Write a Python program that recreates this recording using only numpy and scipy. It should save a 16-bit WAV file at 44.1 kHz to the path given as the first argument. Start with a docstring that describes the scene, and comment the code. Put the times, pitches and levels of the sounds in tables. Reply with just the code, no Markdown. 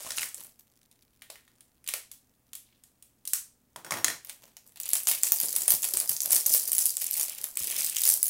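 """At a desk in a small room, scissors slide and clack as they are picked up. They nip at the plastic wrap
of a rolled canvas, and the taut film parts with bright cracks. Put down with a clatter, they make the
desk thud and their blades ring. Then hands pull at the wrap: the film buckles in sharp snaps over a
dense crinkle, creaks under tension, and the roll bumps softly. A faint mains hum lies under it all."""
import sys
import numpy as np
from scipy import signal
from scipy.fft import rfft, irfft
from scipy.io import wavfile
from scipy.ndimage import uniform_filter1d

SR = 44100
rng = np.random.default_rng(int(sys.argv[2]) if len(sys.argv) > 2 else 0)


def persist_wave(psi):
    """Save psi, clipped to +-1, as 16-bit WAV."""
    counts = np.round(np.clip(psi, -1, 1) * 32767).astype(np.int16)
    wavfile.write(sys.argv[1], SR, np.atleast_2d(counts).T)


N = 365765

# Levels in the event tables are relative: each layer has its own gain in the mix.
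# Cuts in the film. Each row: start in seconds, crack level in dB, body level in dB, body pitch in Hz.
FILM_CUTS = [(1.2193, -34, -50.5, 2210), (1.2998, -25.5, -51, 600), (1.302, -39, -52, 4300),
             (1.356, -39, -55.5, 1980), (1.4775, -52, -64, 1900), (1.8412, -37, -66, 2330),
             (1.8632, -37, -55, 3490), (1.8748, -15, -48.5, 3140), (1.8872, -12.5, -37.5, 2980),
             (1.937, -10.5, -37.5, 2360), (1.939, -30, -46, 600), (2.1142, -23, -56.5, 3340),
             (2.5316, -24, -51.5, 3300), (2.5518, -21, -55, 3300), (2.8364, -35, -67, 3120),
             (3.024, -32.5, -67, 3120), (3.252, -23, -56.5, 3500), (3.274, -11.5, -52, 4100),
             (3.3331, -1.5, -42, 1650)]
# Scissors on the desk. Each row: start in seconds, clack level in dB, thud level in dB, pitch in Hz.
DESK_KNOCKS = [(0.064, -24.5, -46, 1040), (0.105, -14.5, -57, 5330), (0.118, -19, -64, 5570),
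               (0.175, -16, -61, 6370), (0.182, -10, -68, 2800), (0.193, -17.5, -49, 2600),
               (0.217, -17.5, -59, 3000), (0.23, -14, -45, 2110), (3.76, -23.5, -41, 964),
               (3.846, -26, -42.5, 1490), (3.864, -33, -40.5, 1510), (3.907, -13, -37, 1120),
               (3.92, -13, -27, 2210), (3.938, -20, -45, 1890), (3.956, -40, -35, 1200),
               (3.97, -23, -34.5, 1440), (3.984, -26, -37, 910), (4.044, -1, -34.5, 6730),
               (4.081, -10, -34.5, 1830), (4.1, -17, -40, 1900)]
# Spectrum of buckling film. Each row: frequency in Hz, relative density in dB.
FILM_SPECTRUM = [(1060, -41), (1800, -22.5), (4100, -15), (4790, -7), (7300, -3), (10200, 1), (14900, -2.5),
                 (15600, 2), (16000, -56)]


def snaps():
    """Snap-through buckling: folds flip with a pitched tick and shake the sheet; taut patches pop."""
    # Each row: start in seconds, crack level in dB, body level in dB.
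    folds = [(0.3442, -18.5, -54), (0.405, -25.5, -51.5), (0.446, -32, -55.5), (0.594, -35.5, -64),
             (0.9126, -46, -61), (1.6064, -35.5, -57), (4.2472, -26, -51), (4.295, -25, -38),
             (4.567, -27.5, -48), (4.72, -45, -66), (4.758, -38, -49.5), (4.771, -30, -48),
             (4.8, -13.5, -46), (4.812, -24, -55), (4.856, -18.5, -45), (4.8894, -13, -48),
             (4.9323, -0.5, -34), (4.953, -9.5, -32.5), (4.981, -19, -47), (5.0703, -4.5, -28.5),
             (5.0862, -5, -29), (5.1131, -7, -28.5), (5.233, 0, -33), (5.269, -13, -35.5),
             (5.3197, 2, -36.5), (5.4004, -5, -38.5), (5.4122, -9.5, -39.5), (5.4332, -14, -38.5),
             (5.5619, -5, -33.5), (5.62, -12, -47), (5.679, -2, -31.5), (5.7039, 0, -32),
             (5.7188, -1.5, -31), (5.738, -9, -44), (5.8315, -12, -35), (5.8423, -10, -32),
             (5.9363, -9, -46), (5.9703, -5.5, -35), (6, -7, -39.5), (6.0932, -4.5, -38.5),
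             (6.218, -11, -59), (6.233, -11.5, -58), (6.258, -8.5, -47), (6.306, -6, -36),
             (6.3218, -5, -39), (6.3298, -0.5, -33), (6.363, -4.5, -35), (6.4642, -3.5, -50.5),
             (6.494, -13, -56), (6.5383, 0.5, -40.5), (6.5474, -3, -37), (6.5772, -6.5, -50),
             (6.7175, -7, -48), (6.7304, -5, -40.5), (6.781, -4, -37.5), (6.8087, -11, -45),
             (6.8555, -5, -46), (6.9679, -8.5, -41), (7.0158, -11.5, -38), (7.11, -10.5, -60),
             (7.171, -15, -39), (7.196, -11, -38.5), (7.21, -8.5, -40), (7.383, -20.5, -42.5),
             (7.4406, -11, -38), (7.5711, -9, -40), (7.8444, -12, -61.5), (7.966, -8.5, -54),
             (8.0043, -10, -50), (8.0174, -6, -59), (8.0362, -10, -47.5), (8.0524, -4, -32),
             (8.0746, -7, -32.5), (8.0893, -1, -41), (8.121, -8, -51), (8.2287, -2.5, -43)]
    # Membranes, lower the wider they are. Each row: start in seconds, level in dB, pitch in Hz.
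    patches = [(5.34, -36.5, 760), (5.68, -31, 670), (5.721, -30.5, 772), (5.938, -23, 4900),
               (5.94, -35.5, 383), (6.165, -23.5, 6250), (6.204, -18, 6400), (6.2279, -29, 6950),
               (6.301, -36, 660), (6.461, -14, 6900), (6.546, -34, 500), (7.57, -33.5, 2440),
               (7.789, -34, 2436), (7.966, -22, 3070), (8.035, -24, 3826)]
    # Each row: frequency in Hz, relative density in dB.
    sheet_spectrum = [(400, -19), (700, -1.5), (1300, -6), (2000, 0.5), (3500, 2.5), (7000, -2.5)]
    tick_ratio = .9  # amplitude of the tick against its burst
    crack = np.zeros(N)
    for s, crack_db, body_db in folds:
        # wide folds have more body and flutter longer
        flutter_s = np.clip(.01 * from_db(.5 * (body_db - crack_db + 35)), .005, .025)
        hz = rng.uniform(6500, 14500)
        gain = from_db(crack_db) / np.hypot(1, tick_ratio)
        add(crack, s, gain * burst(flutter_s, crack=.63))
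        add(crack, s, gain * tick_ratio * tock(hz, cycles=30))
    for s, level_db, hz in patches:
        # the tighter the patch, the more of a crack goes with its pop
        add(crack, s, from_db(level_db + 5) * (hz / 6000) ** 2 * burst(.033, crack=.41))
    body = colour(strikes(folds, 2, t60=.052, crack=.51), sheet_spectrum)
    pops = tocks(patches, 1, 2, cycles=16)
    return from_db(7) * colour(crack, FILM_SPECTRUM) + from_db(25.5) * body + from_db(15.5) * pops


def crinkle():
    """Crumpling: small creases buckle more often as the grip tightens; wide folds rustle lower down."""
    # Each row: start in seconds, hold in seconds, crease level in dB, fold level in dB.
    squeezes = [(0, 0.11, -48, -49.5), (.176, 0.06, -35.5, -67), (.37, 0.06, -49.5, -55.5),
                (4.28, 0.018, -49, -57), (4.435, 0.01, -71, -56), (4.665, 0.022, -58, -68),
                (4.83, 0.1, -42.5, -81), (4.94, 0.023, -30.5, -76), (5.092, 0.0094, -23.5, -50),
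                (5.25, 0.21, -33.5, -56), (5.46, 0.16, -32.5, -50), (5.70, 0.016, -24, -47),
                (5.84, 0.02, -28, -49.5), (5.94, 0.073, -34.5, -45), (6.10, 0.01, -27.5, -47.5),
                (6.25, 0.026, -37, -46), (6.325, 0.041, -23.5, -42), (6.48, 0.052, -29.5, -48.5),
                (6.535, 0.027, -23.5, -49), (6.64, 0.1, -31.5, -53), (6.76, 0.12, -27.5, -54.5),
                (7.02, 0.027, -30, -59.5), (7.13, 0.044, -30.5, -60), (7.2, 0.02, -28.5, -49.5),
                (7.27, 0.025, -37, -55), (7.41, 0.042, -44, -55.5), (7.60, 0.2, -33, -52.5),
                (7.78, 0.1, -29.5, -63), (7.96, 0.094, -32.5, -66.5), (8.07, 0.046, -22, -46),
                (8.27, 0.025, -24.5, -54.5)]
    # Each row: frequency in Hz, relative density in dB.
    fold_spectrum = [(100, -11.5), (420, -7), (620, -4.5), (1100, -8), (5000, -8)]
    moves = squeezes + [(4.85, N / SR, -48, -65)]  # once lifted, the roll never quite rests
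    grip, sway = handling_gain(moves, 2), handling_gain(moves, 3)
    creases_per_s = np.minimum(270 * (grip / from_db(-33)) ** .6, 2000)
    fine = crackles(creases_per_s, spread_db=4.5, clump_db=4.5, low_hz=4290, high_hz=14960,
                    pitched=.46, cycles=88, even_s=.044)
    wide = crackles(per_s=200, spread_db=4, clump_db=3, low_hz=348, high_hz=1140,
                    pitched=.22, cycles=18, even_s=.028)
    creases = grip * colour(fine, FILM_SPECTRUM)
    rustle = sway * colour(wide, fold_spectrum)
    return from_db(-1.5) * creases + from_db(2.5) * rustle


def nips():
    """Fracture: taut film parts between the blades with a bright crack and a duller, pitched body."""
    # Each row of both: frequency in Hz, relative density in dB.
    crack_spectrum = [(1180, -60.5), (2200, -20), (4200, -6), (7300, 3), (9700, 9), (12700, 1.5),
                      (14900, 3.5), (16000, -23)]
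    body_spectrum = [(150, -17), (500, -4), (1000, 0), (1800, 4), (3300, 8), (7000, 1)]
    crack = colour(strikes(FILM_CUTS, 1, t60=.021, crack=.065), crack_spectrum)
    body = colour(strikes(FILM_CUTS, 2, t60=.042, crack=.14), body_spectrum)
    tone = tocks(FILM_CUTS, 2, 3, cycles=9)
    return from_db(7.5) * crack + from_db(27.5) * body + from_db(26) * tone


def scissors():
    """Friction and impact: steel slides, clacks and clinks on the desk, whose top answers with a thud."""
    # Each row: start in seconds, hold in seconds, level in dB.
    slides = [(0, 0.26, -46)]
    # Each row of both: frequency in Hz, relative density in dB.
    steel_spectrum = [(530, -27.5), (900, -8), (1190, -4.5), (4200, -2.5), (9500, 5), (15500, -12)]
    desk_spectrum = [(50, -23.5), (105, 1), (210, -1.5), (1050, 2), (1700, -6.5), (3500, -13)]
    slide = handling_gain(slides, 2) * colour(rng.standard_normal(N), steel_spectrum)
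    crack = colour(strikes(DESK_KNOCKS, 1, t60=.031, crack=.23), steel_spectrum)
    clink = blades(DESK_KNOCKS, lambda knock, hz, mode_db: knock[1] + mode_db, t60=.018)
    clack = tocks(DESK_KNOCKS, 1, 3, cycles=26)
    thud = colour(strikes(DESK_KNOCKS, 2, t60=.22, crack=.38), desk_spectrum)
    return slide + from_db(5) * crack + from_db(4.5) * clack + from_db(-20.5) * clink + from_db(23) * thud


def blade_ring():
    """Free vibration: the blades ring on after a nip or a knock, longest when no fingers damp them."""
    def knock_drive_db(knock, hz, mode_db):
        return .65 * knock[1] + mode_db  # even a soft knock sets the free blades ringing

    def nip_drive_db(cut, hz, mode_db):
        body_db, body_hz = cut[2:]
        return body_db - 22 * abs(np.log2(hz / body_hz))  # a nip wakes the modes near its own pitch

    let_go_s = 3.8
    knocked = blades([knock for knock in DESK_KNOCKS if knock[0] > let_go_s], knock_drive_db, t60=.24)
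    nipped = blades(FILM_CUTS, nip_drive_db, t60=.17)
    return from_db(-42) * knocked + from_db(-10.5) * nipped


def blades(rows, drive_db, t60):
    """Modal superposition: each blow lands elsewhere, so it drives each mode with its own sign and size."""
    # Each row: frequency in Hz, relative level in dB.
    modes = [(1450, -7), (1845, -4), (2026, -5), (3310, -5), (3420, -8), (3817, -6), (4105, -3), (5080, -7),
             (5590, -1), (6590, 0), (8355, -5), (8833, -1), (10330, -3), (10790, -7), (13510, -1),
             (14980, -7)]
    ringing = np.zeros(N)
    for hz, mode_db in modes:
        blows = np.zeros(N)
        for row in rows:
            sign = rng.choice([-1, 1])
            add(blows, row[0], sign * from_db(drive_db(row, hz, mode_db) + rng.normal(0, 3, 1)))
        ringing += ring(blows, hz, t60)
    return ringing


def creak():
    """Stick-slip: film under tension rasps in small, quick, pitched slips."""
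    # Each row: start in seconds, hold in seconds, level in dB.
    pulls = [(2.65, 0.096, -72.5), (4.84, 0.15, -50.5), (5.095, 0.053, -43.5), (5.25, 0.41, -56.5),
             (7.02, 0.32, -51), (7.6, 0.45, -47), (7.7, 0.14, -45)]
    slips = crackles(per_s=480, spread_db=3.5, clump_db=3.5, low_hz=2050, high_hz=4900,
                     pitched=2, cycles=13, even_s=.06)
    return handling_gain(pulls, 2) * slips


def roll():
    """Soft impact: hands and canvas roll bump, and the softer the contact, the duller the thump."""
    # Each row: start in seconds, level in dB, upper band edge in Hz.
    bumps = [(0.065, -26, 400), (5.433, -21, 650), (5.444, -22, 600), (5.702, -25, 400), (5.739, -16, 600),
             (6.1, -26, 190), (7.607, -27, 130), (7.615, -25, 120)]
    track = np.zeros(N)
    for s, level_db, top_hz in bumps:
        band = signal.butter(2, [50, top_hz], "band", fs=SR, output="sos")
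        thump = signal.sosfilt(band, burst(.04, crack=2))
        add(track, s, from_db(level_db) * thump / np.linalg.norm(thump))
    return track


def settling():
    """Relaxation: the held wrap settles in faint dry ticks that fade."""
    # Each row: time in seconds, level in dB.
    fade = [(.5, -66), (.95, -69.5), (2.001, -76.5), (3.501, -82)]
    ticks = crackles(per_s=75, spread_db=3, clump_db=3, low_hz=3000, high_hz=12000,
                     pitched=.4, cycles=25, even_s=.25)
    level_db = np.interp(np.arange(N) / SR, *np.transpose(fade))
    high_pass = signal.butter(2, 1800, "high", fs=SR, output="sos")
    return from_db(level_db) * signal.sosfilt(high_pass, ticks)


def crackles(per_s, spread_db, clump_db, low_hz, high_hz, pitched, cycles, even_s, size=512):
    """Shot noise: creases give way in clumps, each with its own size, flutter and pitch; rms about 1."""
    born = rng.random(N) < per_s * from_db(clump_db * drift(25)) / SR
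    clicks = born * from_db(spread_db * np.minimum(rng.exponential(1, N), 3.5))
    # a steady pull releases a steady flow of energy
    clicks /= np.sqrt(np.abs(uniform_filter1d(clicks ** 2, int(even_s * SR))) + 1e-4)
    starts, t = np.flatnonzero(born), np.arange(size) / SR
    pitch, length = rng.random((N, 2))[starts].T[:, :, None]
    hz = low_hz * (high_hz / low_hz) ** pitch
    ringing = np.diff(np.sin(2 * np.pi * hz * t) * from_db(-60 * t * hz / cycles), prepend=0)
    ringing /= np.linalg.norm(ringing, axis=1)[:, None]
    flutter_s = .002 + .013 * length ** 2
    flutter = rng.standard_normal((len(starts), size)) * from_db(-60 * t / flutter_s)
    flutter /= np.linalg.norm(flutter, axis=1)[:, None]
    grains = (pitched * ringing + flutter) * clicks[starts, None] / np.hypot(1, pitched)
    samples = starts[:, None] + np.arange(size)
    return np.bincount(samples.ravel(), grains.ravel(), N + size)[:N]


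def handling_gain(rows, level_column):
    """Incoherent addition: each move tightens, holds and relaxes, and overlapping moves add in power."""
    tighten_db_per_s, relax_db_per_s = 448, 230.5
    t, power = np.arange(N) / SR, 0
    for row in rows:
        start_s, hold_s = row[:2]
        below_db = tighten_db_per_s * np.maximum(start_s - t, 0)
        below_db += relax_db_per_s * np.maximum(t - start_s - hold_s, 0)
        audible = below_db < 80
        gain = np.zeros(N)
        gain[audible] = from_db(row[level_column] - below_db[audible])
        power = power + gain ** 2
    return np.sqrt(power)


def burst(t60, crack, size=4096):
    """A broadband transient: an impulse, then exponentially decaying flutter; energy 1."""
    flutter = rng.standard_normal(size) * from_db(-60 * np.arange(size) / SR / t60)
    flutter /= np.linalg.norm(flutter)
    flutter[0] += crack * rng.choice([-1, 1])
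    return flutter / np.linalg.norm(flutter)


def strikes(rows, level_column, t60, crack):
    """Impulsive excitation: one burst for each row."""
    track = np.zeros(N)
    for row in rows:
        add(track, row[0], from_db(row[level_column]) * burst(t60, crack))
    return track


def tock(hz, cycles, size=1024):
    """Damped oscillation: a small patch loses 60 dB in so many cycles; energy 1."""
    t = np.arange(size) / SR
    motion = np.sin(2 * np.pi * hz * t) * from_db(-60 * t * hz / cycles)
    wave = np.diff(motion)  # a small patch radiates little bass
    return wave / np.linalg.norm(wave)


def tocks(rows, level_column, pitch_column, cycles):
    """Constant-Q decay: one tock for each row, shorter the higher its pitch."""
    track = np.zeros(N)
    for row in rows:
        add(track, row[0], from_db(row[level_column]) * tock(row[pitch_column], cycles))
    return track


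def ring(x, hz, t60):
    """Resonance: a unit click starts a decaying sine of height 1."""
    r, w = from_db(-60 / (t60 * SR)), 2 * np.pi * hz / SR
    return signal.lfilter([0, np.sin(w)], [1, -2 * r * np.cos(w), r * r], x + 1e-18)


def colour(x, spectrum, size=2048):
    """Minimum-phase filtering: a causal response with this spectrum; white noise keeps its power."""
    hz = np.arange(size // 2 + 1) * SR / size
    magnitude = rms_one(from_db(at_hz(spectrum, hz)))
    cepstrum = irfft(np.log(magnitude))
    cepstrum[1:size // 2] *= 2  # fold onto positive time
    cepstrum[size // 2 + 1:] = 0
    response = irfft(np.exp(rfft(cepstrum)))
    return signal.fftconvolve(x, response)[:len(x)]


def drift(rate_hz, step=100):
    """Low-passed noise: a slow wander of rms 1, drawn once every `step` samples."""
    r = np.exp(-2 * np.pi * rate_hz * step / SR)
    slow = signal.lfilter([1], [1, -2 * r, r * r], rng.standard_normal(2 * N // step))[N // step:]
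    return np.interp(np.arange(N) / step, np.arange(len(slow)), rms_one(slow))


def add(track, s, sound):
    """Superposition: mixes a sound into the track, starting at time s plus 1 ms."""
    start = int(np.clip((s + .001) * SR, 0, N - 1))
    track[start:start + len(sound)] += sound[:N - start]


def from_db(db):
    """Decibels to amplitude ratio."""
    return 10 ** (np.asarray(db) / 20)


def rms_one(x):
    """Normalisation to rms 1."""
    return x / np.sqrt(np.mean(x ** 2) + 1e-20)


def at_hz(points, hz):
    """Interpolation on a log-frequency axis."""
    known_hz, values = np.transpose(points)
    return np.interp(np.log(np.maximum(hz, 1)), np.log(known_hz), values)


def slaps(x):
    """Specular reflection: desk and near walls each return a copy whose delay wanders as the hands move."""
    # Each row: delay in seconds, level in dB.
    reflections = [(.0067, -17), (.0122, -14), (.0196, -16)]
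    sway_s = .0004
    reflected = np.zeros(N)
    for delay_s, level_db in reflections:
        lag = ((delay_s + sway_s * drift(3)) * SR).astype(int)
        reflected += from_db(level_db) * x[np.clip(np.arange(N) - lag, 0, N - 1)]
    return reflected


def clutter_echoes(x, level_db, t60):
    """Scattering: the clutter on the desk returns dense first reflections."""
    t = np.arange(SR // 8) / SR
    onset = np.minimum(t / .0018, 1) ** 2
    response = rng.standard_normal(len(t)) * from_db(-60 * t / t60) * onset
    return from_db(level_db) * signal.oaconvolve(x, response / np.linalg.norm(response))[:N]


def room(x, build_s, bands=18):
    """Diffuse reverberation: the energy in each band builds up and dies away as noise."""
    # Each row: frequency in Hz, time to fall 60 dB in seconds.
    decay_times = [(150, 0.19), (4000, 0.31), (9000, 0.29), (15000, 0.21)]
    t = np.arange(SR // 2) / SR
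    onset = 1 - np.exp(-(t / build_s) ** 2)
    edges = np.geomspace(100, 17000, bands + 1)
    white, tail = rng.standard_normal((2, N)), 0
    for k, (low, high) in enumerate(zip(edges, edges[1:])):
        band = signal.butter(2, [low, high], "band", fs=SR, output="sos")
        t60 = at_hz(decay_times, np.sqrt(low * high))
        decay = (from_db(-60 * t / t60) * onset) ** 2
        energy = signal.oaconvolve(signal.sosfilt(band, x) ** 2, decay / decay.sum())[:N]
        tail = tail + np.sqrt(np.abs(energy)) * rms_one(signal.sosfilt(band, white[k % 2]))
    return tail


def room_tone():
    """The noise floor: quiet air and a mains hum that wavers slightly in phase."""
    # Each row: frequency in Hz, relative density in dB.
    air_spectrum = [(25, -14.5), (60, -9), (150, -17.5), (240, -9.5), (330, -18), (1200, -28),
                    (4000, -34.5), (16000, -29)]
    hum_hz = 121.4
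    air = colour(rng.standard_normal(N), air_spectrum)
    hum = np.sqrt(2) * np.sin(2 * np.pi * hum_hz * np.arange(N) / SR + .46 * drift(1.5))
    return from_db(-69.5) * air + from_db(-79.5) * hum


def scene():
    """Direct and reflected sound add; each source sends its own share into the room."""
    cutting, clatter, ringing = nips(), scissors(), blade_ring()
    wrap = snaps() + crinkle() + creak() + roll()
    direct = cutting + wrap + clatter + ringing + settling()
    sent = from_db(-4) * cutting + from_db(-7) * (wrap + clatter)
    early = slaps(cutting + wrap) + clutter_echoes(sent + ringing, level_db=-5, t60=.2)
    tail = from_db(-2) * room(sent, build_s=.017)
    return (direct + early + tail + room_tone())[None, :]


def record(dry):
    """Soft saturation rounds the highest peaks, and a low-pass cuts the top."""
    cutoff_hz = 15800
    low_pass = signal.ellip(10, .1, 80, cutoff_hz, fs=SR, output="sos")
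    return signal.sosfilt(low_pass, np.tanh(dry))


dry = scene()
out = record(dry)
persist_wave(out)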